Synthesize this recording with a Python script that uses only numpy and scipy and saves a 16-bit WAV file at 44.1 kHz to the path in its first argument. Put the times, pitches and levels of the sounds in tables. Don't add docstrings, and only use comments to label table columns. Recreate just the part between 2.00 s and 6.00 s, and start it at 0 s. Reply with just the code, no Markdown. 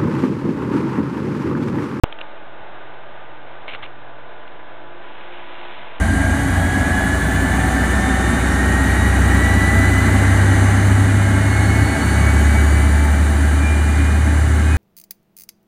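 import sys
import numpy as np
from scipy.fft import rfft, irfft, next_fast_len
from scipy.io import wavfile
from scipy.ndimage import map_coordinates

SR = 44100
rng = np.random.default_rng(int(sys.argv[2]) if len(sys.argv) > 2 else 0)


def inscribe(sig):
    pcm = np.round(np.clip(np.atleast_2d(sig).T, -1, 1) * 32767)
    wavfile.write(sys.argv[1], SR, pcm.astype(np.int16))


N = 176400

# frequency in Hz, gain in dB.
CAMERA_BAND = [(3700, 0), (3950, -7), (4200, -14), (4350, -32), (4500, -66), (5000, -100)]


def amp(db):
    return 10 ** (np.asarray(db) / 20)


def unit(x):
    return x / np.sqrt(np.mean(x ** 2) + 1e-20)


def clock():
    return np.arange(N) / SR


def curve(rows):
    return np.interp(clock(), *np.transpose(rows))


def wobble(per_s):
    return map_coordinates(rng.standard_normal(1024), [clock() * per_s], mode="wrap")


def filtered(x, gain_at):
    pad = SR // 4
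    size = next_fast_len(N + 2 * pad)
    spectrum = rfft(np.pad(x, pad, mode="edge"), size)
    return irfft(spectrum * gain_at(np.fft.rfftfreq(size, 1 / SR)), size)[pad:pad + N]


def coloured(x, colour):
    points_hz, db = np.transpose(colour)
    return filtered(x, lambda hz: amp(np.interp(np.log(hz + 1), np.log(points_hz + 1), db)))


def noise(colour):
    white = rng.standard_normal(N)
    white[[0, -1]] = 0
    return unit(coloured(coloured(white, colour), CAMERA_BAND))


def crackle(colour, per_s, scatter_db):
    ticks = (rng.random(N) < per_s / SR) * np.sign(rng.standard_normal(N))
    ticks *= amp(scatter_db * rng.standard_normal(N))
    ticks[[0, -1]] = 0
    return unit(coloured(coloured(ticks, colour), CAMERA_BAND))


def tone(hz, drift_hz, flutter_db):
    cycles = np.cumsum(hz + drift_hz * wobble(9)) / SR + rng.random()
    return np.sqrt(2) * np.sin(2 * np.pi * cycles) * amp(flutter_db * wobble(6))


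def bursts(rows, colour):
    t = clock()
    level = sum((t >= start) * amp(db - 60 * np.maximum(t - start, 0) / fade_s)
                for start, db, fade_s in rows)
    return level * noise(colour)


def fan():
    # time in seconds, pitch in Hz.
    whine_pitch = [(0, 1041), (1.3, 1036), (1.9, 1020), (2.35, 1012), (3.0, 1002), (4.0, 989.4)]
    # starting pitch in Hz, idle level in dB, level under load in dB.
    fan_tones = [(210.2, -66.5, -67.5), (308.7, -57, -57.5), (911, -57.5, -57.5), (1040.5, -61.5, -51),
                 (1214, -54, -58.5), (1764, -72, -59)]
    # time in seconds, level in dB.
    drone_level = [(.3, -62), (.5, -57), (1.62, -55), (1.7, -66), (1.8, -52.5), (2.25, -55), (2.33, -61.5),
                   (2.5, -63), (2.86, -53.5), (3.05, -61.5), (4, -57.5)]
    # frequency in Hz, gain in dB.
    air_colour = [(40, -15.5), (130, -14.5), (190, -12.5), (260, -10), (370, -4), (420, -5.5), (560, -1),
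                  (820, -1.5), (950, -2.5), (1090, -8), (1180, -6.5), (1290, -8), (1500, -3), (1750, -9.5),
                  (2500, -14), (3800, -18)]
    # time in seconds, level in dB before a 1 dB lift.
    air_level = [ [(0.06, -39), (0.16, -41.5), (0.22, -39), (0.23, -40.5), (0.51, -41.5), (0.67, -40),
                 (1.39, -41.5), (1.73, -40), (1.88, -42), (3.98, -41.5)], ][0]
    speed = curve(whine_pitch) / whine_pitch[0][1]
    load = np.interp(clock(), (1.6, 2.3), [0, 1])
    tones = sum(amp(idle + (loaded - idle) * load) * tone(hz * speed, drift_hz=1.2, flutter_db=2.0)
                for hz, idle, loaded in fan_tones)
    drone = amp(curve(drone_level)) * tone(hz=123.7 * speed, drift_hz=0.4, flutter_db=0.1)
    rush = amp(curve(air_level) + 1 + 0.46 * wobble(30)) * noise(air_colour)
    return tones + drone + rush


def hum():
    # pitch in Hz, level in dB, pitch drift in Hz.
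    whine_tones = [(607.4, -56, 2.7), (662, -56, 2), (858, -55, 1.5), (1478, -60, 7), (1661, -62, 2.5),
                   (2180, -67.5, 6)]
    # time in seconds, level in dB.
    swell = [(0, -64), (2.4, -62.5), (2.9, -53), (3.68, -48.5), (3.85, -58), (4, -59)]
    whines = sum(amp(db) * tone(hz, drift, flutter_db=2.2) for hz, db, drift in whine_tones)
    transformer = tone(hz=351.2, drift_hz=0.9, flutter_db=3.5)
    return whines + amp(curve(swell)) * transformer


def bumps():
    # time of the middle in seconds, level in dB.
    bump_times = [(.615, -45.5), (1.745, -44), (1.845, -47.5), (2.55, -47)]
    pitch_hz, half_width_s = 109, 0.016
    level = sum(amp(db) * np.exp(-((clock() - middle) / half_width_s) ** 2) for middle, db in bump_times)
    return level * noise([(pitch_hz / 2, -10), (pitch_hz, 0), (pitch_hz * 2, -14), (600, -60)])


def clamp():
    # start in seconds, click level in dB, seconds for it to fade 60 dB, knock level in dB.
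    clicks = [(0.1257, -23.5, 0.014, -42), (0.188, -30.5, 0.019, -42), (0.2097, -29.5, 0.011, -47),
              (0.2132, -23, 0.015, -24.5)]
    # frequency in Hz, gain in dB.
    jaw_colour = [(400, -27), (1400, -6), (2200, -7), (2700, 5), (3000, 1), (3400, -2), (3800, -10.5)]
    body_colour = [(300, -20), (650, 3), (900, 2), (1400, -1), (2300, -16)]
    knock_fade_s = 0.027
    jaws = bursts([(start, db, fade_s) for start, db, fade_s, _ in clicks], jaw_colour)
    body = bursts([(start, db, knock_fade_s) for start, _, _, db in clicks], body_colour)
    return jaws + body


def arc():
    # start in seconds, level in dB.
    snap_times = [(1.6805, -19), (1.749, -22), (1.8618, -30), (2.4787, -33.5)]
    # start in seconds, length in seconds, level in dB.
    spit_times = [(1.683, .018, -32.5), (1.707, 0.028, -36), (1.732, 0.028, -36.5), (1.823, .004, -38),
                  (1.829, 0.012, -29.5), (1.846, 0.011, -38.5)]
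    # frequency in Hz, gain in dB.
    arc_colour = [(60, -11), (300, -14), (800, -7), (1400, -1.5), (1800, -7.5), (2300, 5.5), (2550, -2),
                  (2800, 3.5), (3300, -4.5), (3800, -4.5)]
    snap_fade_s, spit_rise_s, spit_fall_s = 0.011, 0.00087, 0.0036
    t = clock()
    snaps = bursts([(start, db, snap_fade_s) for start, db in snap_times], arc_colour)
    spit_level = np.zeros(N)
    for start, length, db in spit_times:
        rise = np.clip((t - start) / spit_rise_s, 0, 1)
        fall = np.exp(-np.maximum(t - start - length, 0) / spit_fall_s)
        spit_level += amp(db) * rise * fall
    return snaps + spit_level * crackle(arc_colour, per_s=6000, scatter_db=2.0)


def spark_shower():
    # time in seconds, level in dB.
    fizz_level = [(1.9, -68), (2.8, -61), (3.1, -47), (3.35, -43), (3.6, -40.5), (3.75, -40), (3.98, -45)]
    # frequency in Hz, gain in dB.
    fizz_colour = [(100, -11.5), (430, -13.5), (800, 2), (1050, -0.5), (1250, -1), (1500, -2.5), (2200, 1),
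                   (3000, -1.5), (3800, -6)]
    level = amp(curve(fizz_level) + 0.7 * wobble(25))
    return level * crackle(fizz_colour, per_s=2500, scatter_db=3)


def scene():
    return (fan() + hum() + clamp() + arc() + spark_shower() + bumps())[None]


def record(dry):
    switch_on_s, stuck_s, kick_s = 0.03628, 0.005, 0.00053
    stuck_level, kick_level, offset = 0.703, -0.76, 0.037
    treble_cut_hz, final_cut_hz = 4280, 16650
    t = clock() - switch_on_s
    sound = filtered(dry[0], lambda hz: 1 / (1 + (hz / treble_cut_hz) ** 70)) + offset
    swing = np.select([t < stuck_s, t < stuck_s + kick_s], [stuck_level, kick_level])
    pop = coloured(swing, CAMERA_BAND)
    fade_in = np.clip((t - stuck_s) / kick_s, 0, 1)
    switched = (t >= 0) * (pop + fade_in * sound)
    return filtered(switched, lambda hz: 1 / (1 + (hz / final_cut_hz) ** 300))[None]


dry = scene()
out = record(dry)
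inscribe(out)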